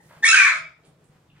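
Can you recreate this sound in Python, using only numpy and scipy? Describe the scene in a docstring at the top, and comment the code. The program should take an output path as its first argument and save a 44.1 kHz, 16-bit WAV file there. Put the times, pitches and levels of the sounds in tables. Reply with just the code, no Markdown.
"""The hum of a building, a dying whine and a faint scuff come first; then a puppy yelps in a bare concrete pen.
The yelp, a harmonic series filtered by the throat, breaks upward, turns hoarse and sags away into the room;
a ragged second tone joins it. Paws thud as a damped floor resonance and scuff as bursts of band noise.
Hum and whine are filtered noise; early echoes and a decaying diffuse tail make the pen."""
import sys
import numpy as np
from scipy import signal
from scipy.fft import rfft, irfft, next_fast_len
from scipy.io import wavfile
from scipy.ndimage import uniform_filter1d, minimum_filter1d

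SR = 44100
rng = np.random.default_rng(int(sys.argv[2]) if len(sys.argv) > 2 else 0)


def digitize_waveform(pressure):
    """Quantize a signal to 16-bit integers and store it at the path in sys.argv[1].

    Rows of a 2-D input are taken as channels; values are limited to [-1, 1].
    """
    field = np.atleast_2d(pressure).T
    bounded = np.clip(field, -1, 1)
    quanta = np.round(bounded * 32767).astype(np.int16)
    wavfile.write(sys.argv[1], SR, quanta)


def magnitude_from_level(level_db):
    """Linear magnitude for a level in decibels (20 dB per decade)."""
    exponent = np.asarray(level_db, float) / 20
    return 10 ** exponent


N = 61740   # samples in the scene

# relative spectrum of the building's hum: frequency_hz, level_db
HUM_SPECTRUM = [(15, -47), (25, -22.5), (164, 1.5), (209, -12), (312, -9), (387, -12.5), (467, -10.5),
                (627, -16), (737, -15.5), (990, -18), (15300, -41.5)]
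HUM_DB = -60
# left-right correlation of hum and reverberation: frequency_hz, correlation (0-1)
CORRELATION = [(60, .95), (200, .97), (400, .85), (800, .4), (3000, .3), (6000, .1)]

# decaying bands of an earlier whine: centre_hz, level_db (at time zero), t60_s
WHINE_BANDS = [(859.4, -56.5, 0.14), (1860, -59.5, 0.53)]
WHINE_EDGE_RATIO = 1.05   # band edge to centre

# paws scuffing: start_s, length_s (rise and hold), level_db, centre_hz, width_octaves
PAW_SCUFFS = [(.001, .2, -69, 6084, 2.5), (0.107, .006, -50, 850, 1.42), (0.085, 0.047, -61, 1200, 1.9),
              (.122, 0.059, -56, 1000, 2.2), (0.201, 0.062, -60, 278, 1.4),
              (0.507, 0.057, -53, 654.4, 0.19), (0.834, 0.027, -63, 351, 1.5),
              (0.864, 0.035, -63, 400, 2.44), (0.834, 0.037, -66.5, 3000, 1.1),
              (.846, 0.023, -70, 8520, 0.45), (1.038, .02, -70.5, 8420, 0.47),
              (1.103, .07, -70.5, 1240, 1.84), (1.298, 0.027, -68.5, 2715, .25),
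              (1.279, 0.032, -71.5, 3540, 0.14), (1.343, .06, -64.5, 1510, 1.5)]
SCUFF_RISE_S = .004
SCUFF_FADE_S = 0.017   # time to fall by e squared

# paws landing: start_s, strike_db
PAW_THUDS = [(0.058, -52), (0.169, -47), (0.288, -52), (0.804, -57), (0.88, -50.5), (1.096, -49),
             (1.156, -53), (1.29, -52.5), (1.331, -51), (1.352, -53), (1.372, -51)]
THUD_HZ, THUD_T60_S = 154, 0.089
THUD_ROOM_DB = -13   # share of the thuds that sounds in the room

# course of the yelp: time_s, pitch_hz, level_db, hoarseness (0-1),
# first_db (first partial re second), bright_db (partials from the fourth up re second; the third takes it twice)
YELP_COURSE = [(.2245, 885, -48, 0, 5, -9), (0.228, 922.5, -32, 0.11, 4, -10.5),
               (0.235, 867.3, -21, 0.1, -0.5, -13.5), (.241, 906.8, -11.5, 0, -11, -16.5),
               (0.245, 926.6, -10, 0.05, -9.5, -13.5), (0.248, 1115, -14.5, .05, -18, -6.5),
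               (0.267, 1119, -15.5, 0.25, -13, 0.5), (0.281, 1289, -19.5, 0.22, -7.5, 1.8),
               (.29, 1352, -14.5, 0.2, -7, 0.1), (0.302, 1287, -15.5, .06, -10, -2.1),
               (0.318, 1343, -17.5, .08, -9, -2.64), (.331, 1563, -13, 0.2, 6.9, 5),
               (.345, 1557, -11.5, 0.3, 1.5, -6), (.354, 1614, -13, 0.4, 0, -17.5),
               (.359, 1283, -19, .3, -13, -3), (.373, 1223, -12, .3, -15, -12),
               (.41, 1207, -14.5, 0.4, -5.5, -8.5), (0.427, 1130, -17.5, .15, -5, -13),
               (0.454, 1137, -16, 0.21, -2.5, -12), (0.472, 1056, -19.5, 0.47, -1, -23.5),
               (.505, 1038, -26, 0.47, 1, -10), (0.519, 653.5, -26, 0.22, -2, -42),
               (.56, 636.6, -35.5, 0.42, -1, -7.5), (0.602, 631.7, -49, 0.42, -2.5, -22.5)]
# response of throat and mouth: frequency_hz, gain_db
THROAT_RESPONSE = [(300, -44), (630, -39.5), (900, -20), (1100, -13), (1350, -3), (1600, 2.5), (1900, 0.5),
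                   (2100, -7), (2350, -0.5), (2650, -4.5), (3000, -13.5), (3900, -9), (4400, -17),
                   (5300, -18), (6600, -13.5), (7600, -24.5), (9100, -21.5), (10000, -41), (12000, -44.5),
                   (15000, -67)]
JITTER, JITTER_HZ = .06, 210   # relative pitch spread at full hoarseness; corner of the random modulation
SHIMMER_DB = 13.5              # spread of the partials' level at full hoarseness
BREATH_DB = 4                  # breath gain at full hoarseness, ahead of a doubling
FLICKER_DB, FLICKER_HZ = 5, 70   # level spread of each partial from the fourth up

# ragged second oscillation: time_s, pitch_hz, level_db
RASP_COURSE = [(.34, 1600, -38.5), (0.357, 1657, -18.5), (0.373, 1802, -16.5), (.385, 1681, -28),
               (.405, 1846, -23), (.43, 1746, -26), (.455, 1644, -27), (.49, 1789, -29.5),
               (.52, 1688, -49.5)]
RASP_JITTER = .09   # relative pitch spread

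# early reflections from floor and walls: left_s, right_s, level_db (re direct sound)
REFLECTIONS = [(0.0129, .0149, -6.5), (.021, 0.013, -11), (0.028, .0294, -12), (.038, .0371, -11.5)]
# decay of the diffuse tail: frequency_hz, t60_s
DECAY_TIMES = [(250, 0.78), (700, 0.35), (1400, 0.36), (2700, 0.38), (5400, 0.32), (8000, 0.2),
               (12000, 0.28)]
TAIL_DB, TAIL_ONSET_S = -3.5, 0.018   # tail energy re direct sound; time scale of its build-up
LEFT_LAG = 2   # samples by which the direct sound reaches the left port late

# shading of one port by the recorder's body: frequency_hz, left_minus_right_db
PORT_SHADING = [(300, 0.3), (1000, 1.5), (2400, 1), (4400, -3.5), (6500, -8), (9000, -12), (12000, 2)]
CEILING_DB, RECOVERY_DB_PER_S = -.6, 120


def at_hz(points, hz):
    """Interpolate a spectrum linearly over the logarithm of frequency."""
    p = np.array(points)
    return np.interp(np.log(np.maximum(hz, 1)), np.log(p[:, 0]), p[:, 1])


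def rms_one(x):
    """Normalise to unit root-mean-square amplitude."""
    return x / np.sqrt(np.mean(x ** 2) + 1e-20)


def drift(rate_hz):
    """Random modulation of unit spread: white noise through two equal low-pass poles."""
    r = np.exp(-2 * np.pi * rate_hz / SR)
    noise = rng.standard_normal(N + SR)
    settled = signal.lfilter([1], [1, -2 * r, r * r], noise)[SR:]
    return rms_one(settled)


def coloured(x, db):
    """Minimum-phase filtering: folding the cepstrum makes a gain curve causal."""
    size = next_fast_len(x.shape[-1] + 4096) // 2 * 2
    log_gain = at_hz(db, np.fft.rfftfreq(size, 1 / SR)) * np.log(10) / 20
    cepstrum = irfft(log_gain, size)
    cepstrum[1:size // 2] *= 2
    cepstrum[size // 2 + 1:] = 0
    return irfft(rfft(x, size) * np.exp(rfft(cepstrum)), size)[..., :x.shape[-1]]


def stereo_noise(size):
    """Partial coherence: sum and difference of two noise spectra set the left-right correlation."""
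    alike = np.clip(at_hz(CORRELATION, np.fft.rfftfreq(size, 1 / SR)), 0, 1)
    mid, side = rfft(rng.standard_normal((2, size)))
    return np.sqrt(1 + alike) * mid + np.sqrt(1 - alike) * side * np.array([[1], [-1]])


def hum():
    """Stationary noise shaped in spectrum, its level wandering slightly."""
    gain = magnitude_from_level(at_hz(HUM_SPECTRUM, np.fft.rfftfreq(N, 1 / SR)))
    pair = irfft(stereo_noise(N) * gain, N)
    return magnitude_from_level(HUM_DB + 1.5 * drift(5)) * rms_one(pair)


def old_whine():
    """Exponential decay of narrow noise bands, independent at left and right."""
    t = np.arange(N) / SR
    out = 0
    for hz, db, t60 in WHINE_BANDS:
        edges = [hz / WHINE_EDGE_RATIO, hz * WHINE_EDGE_RATIO]
        band = signal.butter(2, edges, "band", fs=SR, output="sos")
        noise = rms_one(signal.sosfilt(band, rng.standard_normal((2, N))))
        out = out + noise * magnitude_from_level(db - 60 * t / t60)
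    return out


def scuffs():
    """Friction as grainy band-limited noise: quick rise, hold, exponential fade."""
    t, out = np.arange(N) / SR, 0
    for s, length, db, hz, octaves in PAW_SCUFFS:
        edges = np.clip(hz * 2.0 ** (np.array([-.5, .5]) * max(octaves, .1)), 40, 15000)
        grain = rng.standard_normal(N) * magnitude_from_level(3.0 * drift(80))
        band = rms_one(signal.sosfilt(signal.butter(2, edges, "band", fs=SR, output="sos"), grain))
        rise = np.clip((t - s) / SCUFF_RISE_S, 0, 1)
        fade = np.exp(-np.maximum(t - s - length, 0) / SCUFF_FADE_S * 2)
        out = out + magnitude_from_level(db) * rise * fade * band
    return out


def thuds():
    """Impulse excitation of a damped resonance: each landing rings the floor briefly."""
    hits = np.full(N, 1e-18)
    for s, db in PAW_THUDS:
        hits[int(s * SR)] = magnitude_from_level(db)
    r = magnitude_from_level(-60 / (THUD_T60_S * SR))
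    w = 2 * np.pi * THUD_HZ / SR
    ring = signal.lfilter([0, np.sin(w)], [1, -2 * r * np.cos(w), r * r], hits)
    return signal.sosfilt(signal.butter(2, 500, fs=SR, output="sos"), ring)   # low-pass


def yelp():
    """Source and filter: glottal partials with jitter, shimmer and cycle-gated breath excite the throat."""
    s, *cols = np.transpose(YELP_COURSE)
    t = np.arange(N) / SR
    hz, level_db, rough, first_db, bright_db = [np.interp(t, s, c) for c in cols]
    rough = np.clip(rough, 0, 1)
    phase = 2 * np.pi * np.cumsum(hz * (1 + JITTER * rough * drift(JITTER_HZ))) / SR

    first = magnitude_from_level(first_db) * np.cos(phase)
    second = np.cos(2 * phase)
    third = magnitude_from_level(2 * bright_db) * np.cos(3 * phase)   # brightens twice as fast as those above
    upper = 0
    for k in range(4, 22):
        flicker = magnitude_from_level(FLICKER_DB * drift(FLICKER_HZ))
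        upper = upper + np.cos(k * phase) * flicker * (k * hz < 15000)
    pulses = first + second + third + magnitude_from_level(bright_db) * upper

    breath = rng.standard_normal(N) * (1 + np.cos(phase)) * 2 * magnitude_from_level(BREATH_DB) * rough
    source = pulses * magnitude_from_level(SHIMMER_DB * rough * drift(JITTER_HZ)) + breath
    voice = coloured(source, THROAT_RESPONSE)
    # even out the running level, then impose the yelp's own
    running_rms = np.sqrt(uniform_filter1d(voice ** 2, size=600) + 1e-9)
    return voice / running_rms * magnitude_from_level(level_db) * ((t > s[0]) & (t < s[-1]))


def rasp():
    """Random frequency and amplitude modulation roughen a single sine."""
    s, hz, db = np.transpose(RASP_COURSE)
    t = np.arange(N) / SR
    phase = 2 * np.pi * np.cumsum(np.interp(t, s, hz) * (1 + RASP_JITTER * drift(200))) / SR
    level_db = np.interp(t, s, db, -200, -200) + 4.5 * drift(100)
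    return np.sqrt(2) * np.sin(phase) * magnitude_from_level(level_db)


def pen(x):
    """Room response by convolution: direct sound, early reflections, and a tail decaying band by band."""
    size = int(.9 * SR)
    t = np.arange(size) / SR
    white = irfft(stereo_noise(size), size)
    edges = 60 * 2 ** np.arange(0, 8.3, .5)   # half-octave bands
    tail = 0
    for low, high in zip(edges, edges[1:]):
        band = signal.butter(2, [low, high], "band", fs=SR, output="sos")
        t60 = at_hz(DECAY_TIMES, np.sqrt(low * high))
        tail = tail + signal.sosfilt(band, white) * magnitude_from_level(-60 * t / t60)
    tail = tail * (1 - np.exp(-(t / TAIL_ONSET_S) ** 2))
    response = magnitude_from_level(TAIL_DB) * tail / np.sqrt(np.sum(tail ** 2) / 2)
    response[[0, 1], [LEFT_LAG, 0]] += 1   # direct sound
    for left, right, db in REFLECTIONS:
        response[[0, 1], [int(left * SR), int(right * SR)]] += magnitude_from_level(db)
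    return signal.fftconvolve(x[None], response, axes=1)[:, :N]


def scene():
    """Superposition: voice and paws excite the pen; thuds come mostly through the floor."""
    floor = thuds()
    in_room = yelp() + rasp() + scuffs() + magnitude_from_level(THUD_ROOM_DB) * floor
    return pen(in_room) + floor + old_whine() + hum()


def limiter(x):
    """Peak limiting: gain falls 2 ms ahead of a peak above the ceiling and recovers steadily."""
    over = np.maximum(20 * np.log10(np.abs(x).max(axis=0) + 1e-9) - CEILING_DB, 0)
    ahead = -minimum_filter1d(-over, size=177)
    ramp = RECOVERY_DB_PER_S * np.arange(N) / SR
    held = np.maximum.accumulate(ahead + ramp) - ramp
    return x * magnitude_from_level(-uniform_filter1d(held, size=89))


def top_cut(x):
    """Nothing passes above the cut-off."""
    return signal.sosfilt(signal.butter(12, 15470, fs=SR, output="sos"), x)


def record(dry):
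    """Diffraction shading: each port takes half the level difference, with opposite sign, then the limiter."""
    shade = np.array(PORT_SHADING)
    ports = [coloured(ch, shade * [1, side]) for ch, side in zip(dry, (.5, -.5))]
    mix = limiter(np.array(ports))
    return top_cut(mix)


dry = scene()
out = record(dry)
digitize_waveform(out)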